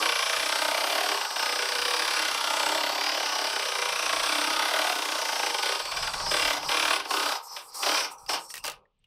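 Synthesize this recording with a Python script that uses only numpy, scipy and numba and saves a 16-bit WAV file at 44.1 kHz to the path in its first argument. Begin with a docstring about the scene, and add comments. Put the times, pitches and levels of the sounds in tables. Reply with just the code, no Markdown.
"""A small electric car drifts in circles on a wooden desk, then stutters to a stop.
Once per axle turn the drive line rattles, ringing the chassis and the desk top. The gears whine and
hiss, biting harder with each rattle, and the hard tyres slide. The sound shifts in colour round the
lap, then breaks into short swells. Loose parts tick now and then, over a low rumble and a quiet room."""
import sys
import numpy as np
from scipy import signal
from scipy.io import wavfile
from scipy.ndimage import uniform_filter1d
from numba import njit

SR = 44100
rng = np.random.default_rng(int(sys.argv[2]) if len(sys.argv) > 2 else 0)


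def bounce(signal):
    """Save signal as a 16-bit WAV file at the path given by the first command-line argument."""
    frames = np.transpose(np.atleast_2d(signal))
    limited = np.clip(frames, -1, 1)
    pcm = np.round(limited * 32767).astype(np.int16)
    wavfile.write(sys.argv[1], SR, pcm)


N = 399546
LAP_S = 2.0  # one colour cycle on the lap clock


def undb(db):
    """Decibels to gain."""
    return 10 ** (np.asarray(db) / 20)

def unit(x):
    """Scales to an RMS of 1."""
    return x / np.sqrt(np.mean(x ** 2))

def curve(t, points):
    """Straight lines through (time, value) points."""
    return np.interp(t, *np.transpose(points))

def lag(x, seconds):
    """One-pole smoothing."""
    pole = np.exp(-1 / (seconds * SR))
    return signal.lfilter([1 - pole], [1, -pole], x)

def walk(rate_hz):
    """Slow drift: random steps, smoothed twice."""
    hold = int(SR / rate_hz)
    steps = np.repeat(rng.standard_normal(N // hold + 1), hold)
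    return uniform_filter1d(uniform_filter1d(steps, hold), hold)[:N]

@njit
def ring(x, tuning, damping):
    """State-variable resonator with a gain of 1 at its centre."""
    y, band, low = np.empty(len(x)), 0., 0.
    for i in range(len(x)):
        g, k = tuning[i], damping[i]
        v = (band + g * (x[i] + 1e-18 - low)) / (1 + g * (g + k))
        band, low, y[i] = 2 * v - band, low + 2 * g * v, k * v
    return y

def bandpass(x, hz, width_hz):
    """Band-pass at a steady or gliding centre."""
    return ring(x, np.tan(np.pi * hz / SR) * np.ones(N), width_hz / hz * np.ones(N))

def steep(x, hz, width_hz):
    """The band-pass twice, for dark valleys beside it."""
    return bandpass(bandpass(x, hz, 1.67 * width_hz), hz, 1.67 * width_hz)

def cut(x, hz, kind):
    """Steep high-pass or low-pass."""
    return signal.sosfilt(signal.butter(8, hz, kind, fs=SR, output="sos"), x)

def bands(table, flicker_db):
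    """Noise bands (pitch_hz, width_hz, level_db) that flicker apart, mixed to an RMS of 1."""
    return unit(sum(undb(db + flicker_db * walk(9)) * steep(rng.standard_normal(N), hz, width)
                    for hz, width, db in table))

def swing(clock, once_db, once_s, twice_db=0, twice_s=0):
    """Level sway in dB, once and twice a lap; once_s and twice_s place each on the lap clock."""
    lap = 2 * np.pi / LAP_S
    return once_db * np.cos(lap * (clock - once_s)) + twice_db * np.cos(2 * lap * (clock - twice_s))

def body(modes, drive, clock, flicker_db):
    """Modes that come and go as the car circles over their nodes and turns its back."""
    return sum((-1) ** k * undb(db + swing(clock, *sway) + flicker_db * walk(3.99))
               * steep(drive, hz, width) for k, (hz, width, db, *sway) in enumerate(modes))

def room_tone():
    """A quiet room: faint, wavering bands of noise."""
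    # pitch_hz, width_hz, level_db
    air = [(156, 52, -13.5), (473, 110, -3.5), (900, 370, -30.5), (2800, 1200, -30)]
    return undb(-68) * bands(air, flicker_db=11.5)

def low_rumble(t):
    """An uneven rumble that swells as the car starts to stutter."""
    # rumble contour: time_s, level_db
    contour = [(0, -64), (.7, -65.5), (.9, -77), (1.75, -72), (2.0, -68.5), (2.45, -66), (3.45, -77.5),
               (4.0, -70), (4.2, -60), (4.5, -63), (4.8, -80), (5.8, -65), (6.05, -46.5), (6.3, -46.5),
               (6.55, -55), (6.85, -58.5), (7.1, -76), (8.2, -74), (8.33, -65.5), (8.7, -68), (9.06, -72)]
    # bass resonances: pitch_hz, width_hz, level_db
    bass = [(27, 14, 3), (48.3, 9.9, 0.5), (103, 60, -5.5), (153, 25, -3), (203, 22, -10.5)]
    return undb(curve(t, contour) + 6 * walk(14)) * bands(bass, flicker_db=2.5)

def loose_ticks():
    """Loose parts tick, and near 1.2 s the axle knocks sharply on its slow turns: a quickly damped ring, a
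    crack and a faint chassis tail each."""
    # ticks, levels relative: start_s, level_db, pitch_hz, crack_db; the first three rows are the axle's sharp
    # knocks on its slow turns
    ticks = [(1.175, -26, 5500, -19), (1.21, -31, 5500, -17), (1.251, -36, 5400, -19),
             (7.689, -37, 4850, -35), (8.117, -39, 5330, -22), (8.2626, -30, 4900, -21),
             (8.502, -35, 1880, -9), (8.54, -27.5, 1880, -7.5), (8.5537, -31, 1900, -7),
             (8.567, -31, 1880, -9), (8.578, -34, 2650, -3), (8.64, -21.5, 4930, -16),
             (8.652, -23, 4800, -10), (8.6647, -26, 4600, -7), (8.678, -24.5, 4720, -9),
             (8.698, -30, 2720, -6), (8.7174, -38, 2860, -5), (8.854, -52, 1840, -45),
             (8.99, -64.5, 8200, -45), (9.041, -45.5, 2880, -30)]
    out, age = np.zeros(N + 4000), np.arange(4000) / SR
    rise = 1 - np.exp(-age / 0.00083)
    for start_s, db, hz, crack_db in ticks:
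        noise = rng.standard_normal((3, len(age)))
        roughness = 1 + 4 * lag(lag(noise[0], .0004), .0004)
        tone = np.sin(2 * np.pi * hz * age) * roughness * np.exp(-age / 0.004)
        crack = undb(16) * noise[1] * (np.exp(-age / 0.0016) + 0.23 * np.exp(-age / 0.011))
        tail = np.sin(2 * np.pi * 2720 * age) * 12 * lag(lag(noise[2], .001), .001) * np.exp(-age / 0.02)
        tick = rise * (tone + undb(crack_db) * (crack + tail))
        out[int(start_s * SR):][:len(age)] += undb(db - 3.5) * tick
    return bandpass(out[:N], 3100, 9700)

def axle_turns():
    """Times of the whole axle turns and how slow each is, 0 at cruise to 1."""
    # axle travel: time_s, turns_done
    axle = [(-0.011, 0), (0.12, 4), (0.363, 11), (0.868, 27), (1.141, 37), (1.171, 38), (1.247, 40),
            (1.359, 42), (1.849, 57), (2.248, 71), (2.659, 84), (3.008, 96), (3.226, 104), (3.384, 109),
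            (3.496, 113), (3.715, 120), (4.23, 135), (4.681, 150), (4.92, 159), (5.215, 168), (5.498, 176),
            (5.626, 179), (5.749, 183), (5.794, 184), (5.851, 185), (5.913, 186), (5.966, 187),
            (6.024, 188), (6.071, 189), (6.261, 192), (6.311, 193), (6.529, 201), (6.567, 202),
            (6.687, 204), (6.957, 214), (6.996, 215), (7.105, 217), (7.317, 224), (7.351, 225),
            (7.562, 226), (7.827, 227), (7.861, 228), (7.888, 229), (7.971, 232), (8.003, 233),
            (8.044, 234), (8.291, 235), (8.332, 236), (8.641, 237), (8.676, 238)]
    cruise_turn_s, slow_turn_s, look_ahead = 0.029, 0.08, 0.83
    times, turns = np.transpose(axle)
    turn_s = np.interp(np.arange(turns[-1] + 1), turns, times)
    gaps = np.minimum(np.diff(turn_s, prepend=turn_s[0] - cruise_turn_s, append=np.inf), slow_turn_s)
    length_s = look_ahead * gaps[1:] + (1 - look_ahead) * gaps[:-1]
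    return turn_s, (length_s - cruise_turn_s) / (slow_turn_s - cruise_turn_s)

def swell_levels(t, clock, slowness):
    """Rattle, whine, slide and hiss swell, under throttle and while coasting; the loudest swell wins."""
    # swells: start_s, rise_s, hold_s, rattle_db, whine_db, slide_db, hiss_db
    swells = [(-.3, 0.016, 6.2, -28.5, -36, -35, -44), (5.846, 0.11, 0.19, -28, -37.5, -36, -45),
              (6.115, 0.028, 0.19, -31.5, -33, -33.5, -45.5), (6.235, 0.073, 0.27, -28, -37, -35, -42),
              (6.568, 0.093, 0.31, -28, -37.5, -33, -44), (7.065, 0.044, 0.26, -30.5, -35, -31.5, -43),
              (7.42, 0.02, 0.036, -60, -58, -42, -43.5), (7.454, 0.075, 0.062, -30.5, -38, -39, -45),
              (7.593, 0.017, 0.087, -60, -58, -48, -49.5), (7.735, 0.013, .08, -60, -36.5, -41.5, -39),
              (7.752, 0.08, 0.22, -28.5, -29, -32.5, -41), (8.1, 0.016, 0.011, -60, -55, -38.5, -45.5),
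              (8.171, 0.014, 0.063, -60, -60, -47.5, -57), (8.284, 0.011, 0.056, -23, -31, -31.5, -37.5),
              (8.384, 0.017, .06, -62, -52, -47.5, -46.5), (8.479, 0.025, 0.014, -61.5, -44, -51, -43),
              (8.546, .01, 0.033, -60, -50, -51, -52), (8.633, 0.013, 0.027, -31.5, -40, -37, -46)]
    # sway round the lap, a row per layer: once_db, once_s, twice_db, twice_s
    circling = [(.3, 0.18, 0, 0.027), (1, 1.65, 1.5, 0.25), (1, 0.75, 0.5, 0.067), (1, 0.15, -0.5, 0.35)]
    # softening at the slowest turn: rattle_db, whine_db, slide_db, hiss_db
    slowing_db = (-7.5, -3.5, -3.5, -6)
    # release after a swell, one per layer: fade_db_per_s
    fade_db_per_s = (97, 450, 170, 450)
    rise_db, kick_db, kick_s = 14.5, 1.5, 0.068
    levels = []
    for layer, sway in enumerate(circling):
        loudest = -np.inf
        for start_s, rise_s, hold_s, *db in swells:
            since = t - start_s - rise_s
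            rise = rise_db * np.minimum(since / rise_s, 0)
            kick = kick_db * np.exp(-np.maximum(since, 0) / kick_s)
            fade = fade_db_per_s[layer] * np.maximum(since - hold_s, 0)
            loudest = np.maximum(loudest, db[layer] + rise + kick - fade)
        levels.append(loudest + slowing_db[layer] * slowness + swing(clock, *sway))
    return levels

def car_position(car, t, clock):
    """The low end comes and goes, the treble dips as the car turns its back, distance rides the level."""
    # low-end boost or cut: time_s, gain_db
    low_end = [(0, 14), (.22, -15), (.5, 0.5), (1.1, 0.5), (1.3, -13.5), (2.2, 4), (3.5, -5), (3.9, -15),
               (4.15, 5), (5.5, -4.5), (6.22, -5), (6.35, 0), (7.3, 5.5), (7.45, -16), (7.9, 4.5),
               (8.2, -5.5), (8.35, 2.5), (8.8, -8)]
    # the car drifts nearer and further: time_s, gain_db
    nearness = [(0, 4.5), (.15, 1.5), (1.0, 1), (1.2, 0.5), (2.2, 1.5), (2.42, 0), (2.66, 2), (2.9, -0.5),
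                (3.8, 0.5), (4.2, 1.5), (4.85, 1.5), (5.0, -0.5), (5.45, 1.5), (5.65, 2), (5.8, 1)]
    car = car + (undb(curve(t, low_end)) - 1) * bandpass(car, hz=300, width_hz=150)
    shade = np.clip(0.22 + 0.48 * np.cos(2 * np.pi * (clock - 1.7) / LAP_S), 0, .97)
    car = car - shade * bandpass(car, hz=6790, width_hz=590)
    return car * undb(curve(t, nearness))

def tyre_slide():
    """Hard tyres slide on wood: a midrange scrub with a thin, fitful squeak above it."""
    # scrub resonances: pitch_hz, width_hz, level_db
    resonances = [(294, 50, -25), (504, 156, -12.5), (805, 39, -2), (930, 71, -1.5), (1080, 157, -4.5),
                  (1244, 86, -5)]
    scrub = cut(bands(resonances, flicker_db=1.5), 1680, "low")
    squeak = bands([(2500, 230, 0)], flicker_db=12.5)
    return scrub + undb(-21) * squeak

def gear_hiss(clock):
    """The gears' treble hiss, changing colour round the lap."""
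    # hiss bands: pitch_hz, width_hz, level_db, once_db, once_s
    treble = [(6650, 790, 2, 4.5, 1.07), (7920, 780, 7.5, 0.98, 2.1), (8600, 690, 7.5, 1.1, 1.1),
              (9980, 2200, 1, 0.94, 0.4), (11400, 1200, -5.5, 0.81, 0.62), (12120, 860, 2.5, 3, 1.2),
              (14670, 1800, -7, 1.5, .5)]
    return cut(unit(body(treble, rng.standard_normal(N), clock, flicker_db=4)), 5600, "high")

def gear_whine(t):
    """The gears whine in noisy bands that lean with a thin gliding line, over a broad whirr."""
    # the thin line: time_s, pitch_hz, level_db
    glides = [(0, 4700, -10), (.3, 5430, 0), (.7, 4500, -17.5), (1.1, 4800, -18), (1.4, 5260, 2.5),
              (2.0, 4800, 0), (2.45, 5040, -13), (2.75, 4230, 3), (3.1, 4900, 8), (3.219, 5120, -6),
              (3.46, 4820, 3), (3.9, 5200, -14), (4.5, 4940, -17), (4.8, 4900, 0), (5.3, 5500, -18),
              (5.7, 4900, -10), (5.85, 4420, 5), (5.93, 4600, 6), (6.02, 5060, 5), (6.1, 4670, 6),
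              (6.17, 4500, -7), (6.29, 5100, 0), (6.35, 4900, 3), (6.43, 4950, 6), (6.8, 5000, -3),
              (7.1, 4370, -4), (7.5, 5280, 3), (7.7, 4830, -2), (7.92, 4870, -2), (8.06, 5360, -6),
              (8.15, 5900, 19), (8.25, 5600, 3), (8.31, 5140, 0), (8.5, 5520, 6), (8.7, 4800, -7)]
    # whine bands: pitch_hz, width_hz, level_db
    resonances = [(4460, 770, -3.5), (5250, 660, -1.5), (5770, 390, -0.5)]
    times, pitches, levels = np.transpose(glides)
    line_hz, line_db = np.interp(t, times, pitches), np.interp(t, times, levels)
    line = unit(steep(rng.standard_normal(N), line_hz, 200)) * undb(line_db - 3 + 1.5 * walk(8))
    centre_hz, follow = 5170, 0.32
    lean = (line_hz / centre_hz) ** follow
    whine = bands([(hz * lean, width, db) for hz, width, db in resonances], flicker_db=2)
    whirr = bands([(2300, 2200, 0)], flicker_db=3)
    return cut(whine + line, 3950, "high") + undb(-14) * whirr

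def impacts(turns, samples=4096, likeness=0.6):
    """A row of grit and one solid knock per turn; the same worn parts meet, so the rows are alike."""
    shape = (turns, samples)
    fresh = rng.standard_normal(shape) * undb(3 * np.minimum(rng.exponential(size=shape), 4))
    grit = unit(signal.lfilter([1], [1, -likeness], fresh, axis=0))
    knock = np.exp(-((np.arange(samples) / SR - .005) / .00011) ** 2)
    return grit + undb(8 + 1.5 * rng.standard_normal((turns, 1))) * knock

def drive_line(t, turn_s, level_db):
    """The drive line's rattle flares at each whole turn and dies away: its strength and its impacts."""
    lead_s, jitter_s = .002, .0004
    timing, force = rng.standard_normal((len(turn_s), 2)).T
    start_s = turn_s - lead_s + jitter_s * timing
    size = undb(np.interp(turn_s, t, level_db) + 0.28 * force)
    turn = np.clip(np.searchsorted(start_s, t) - 1, 0, None)
    age = np.abs(t - start_s[turn])
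    flare = size[turn] * (np.exp(-(age / 0.0081) ** 2) + 0.5 * np.exp(-(age / 0.059) ** 2))
    strength = lag(flare, 0.003) * undb(0.84 * walk(250))
    rows = impacts(len(turn_s))
    return strength, strength * rows[turn, (age * SR).astype(int) % rows.shape[1]]

def desk_knock(t, hits, clock):
    """The impacts ring the desk top, with brief hollow swells of single resonances."""
    # desk modes: pitch_hz, width_hz, level_db, once_db, once_s, twice_db, twice_s
    modes = [(303, 29.3, -4.5, 4.5, 1.1, 2, 0.48), (332, 8.1, -7.5, 2.5, 1.7, -3.5, 0.46),
             (398, 26.3, -4.5, 5.5, 1.31, 2.5, 0.79), (484.6, 21.7, -2, 4.5, 1.77, 0.5, 0.14),
             (580.6, 56.5, -1, 3, 1.32, 1.5, 0.72), (654.4, 42, -0.5, 2.5, 0.72, 0, 1),
             (731, 24.3, -1, 5.5, 1.21, 2.5, 0.036), (802.5, 25.6, -4, 9.5, 1.23, -2, 0.2),
             (886.7, 45, 1, 5, 1.03, 4.5, 0.47), (955, 15.7, -2.5, 1, 0.46, 7.5, 0.77),
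             (1039, 59, -3, 2.5, 1.46, -1, 0.34), (1114, 76, -1, 1, 2.05, 4.5, 0.1),
             (1240.5, 28, 2, -0.5, 0.25, 4.5, 0.6), (1364, 44, 0, 3, 0.53, 0, 0.54),
             (1472, 27, 4.5, 0.5, 0.25, 0.5, 0.97), (1558, 80, 1.5, 0.5, 0.12, -0.5, 1)]
    # hollow swells: peak_s, half_length_s, pitch_hz, level_db
    hollows = [(0.87, 0.11, 640, 5.5), (1.05, 0.12, 717, -2), (2.5, 0.14, 920, 3.5), (2.752, 0.13, 627, 4),
               (2.78, 0.091, 920, -7), (3.1, 0.083, 816, 3), (4.55, .15, 1250, -5), (4.8, 0.2, 710, -1),
               (6.0, 0.14, 713, 10.5), (6.38, 0.15, 612, 4)]
    desk = body(modes, hits, clock, flicker_db=1.5)
    return desk + sum(undb(db) * np.exp(-((t - peak_s) / half_s) ** 2) * bandpass(desk, hz, width_hz=74)
                      for peak_s, half_s, hz, db in hollows)

def chassis_rattle(hits, clock):
    """The impacts ring the car's small, bright chassis."""
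    # chassis modes: pitch_hz, width_hz, level_db, once_db, once_s
    modes = [(1727, 320, -9, 1.5, 0.11), (2072, 124, -4.5, 0.96, 1), (2334, 101, -2, 1.9, 0.13),
             (2565, 136, -6, 0.5, 0.18), (2783, 83, -2, 1.6, 0.3), (2937, 110, -5.5, 2.2, 1.33),
             (3153, 165, -3, 0.99, 0.31), (3497, 148, -3, 1.7, 0.36), (3837, 247, -6, 0.43, 0.28),
             (4400, 600, -9, 0.97, 0.62), (5020, 690, -7.5, 1, 1.2), (5900, 1110, -13.5, 0.37, 0.55),
             (8530, 1430, -29, 9.7, 1.62), (9970, 700, -16.5, 2.8, 2.28), (12700, 3700, -24.5, 1.3, 1)]
    return body(modes, hits, clock, flicker_db=1.5)

def scene():
    """The circling car with its ticks, over rumble and room; mono."""
    # the colour cycles once a lap, then sweeps quickly back and forth in the stutter: time_s, lap_time_s
    colour_cycle = [(0, 0), (6, 6), (6.85, 10.5), (7.25, 8.5), (7.9, 11), (8.3, 7), (9.1, 8)]
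    t = np.arange(N) / SR
    clock = curve(t, colour_cycle)
    turn_s, slowness = axle_turns()
    rattle_db, whine_db, slide_db, hiss_db = swell_levels(t, clock, np.interp(t, turn_s, slowness))
    strength, hits = drive_line(t, turn_s, rattle_db)
    rattle = undb(12.5) * chassis_rattle(hits, clock) + undb(9.5) * desk_knock(t, hits, clock)
    bite = 1 + 4.2 * strength  # the teeth bite harder while the drive line rattles
    whine = undb(whine_db - 4.5) * bite * gear_whine(t)
    slide = undb(slide_db - 3.5) * tyre_slide()
    hiss = undb(hiss_db) * bite * gear_hiss(clock)
    car = car_position(rattle + whine + slide + hiss, t, clock)
    return (car + low_rumble(t) + room_tone() + loose_ticks())[None]

def record(dry):
    """A steep low-pass takes off the very top."""
    top_hz = 15760
    return signal.sosfilt(signal.ellip(12, .3, 60, top_hz, fs=SR, output="sos"), dry)


dry = scene()
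out = record(dry)
bounce(out)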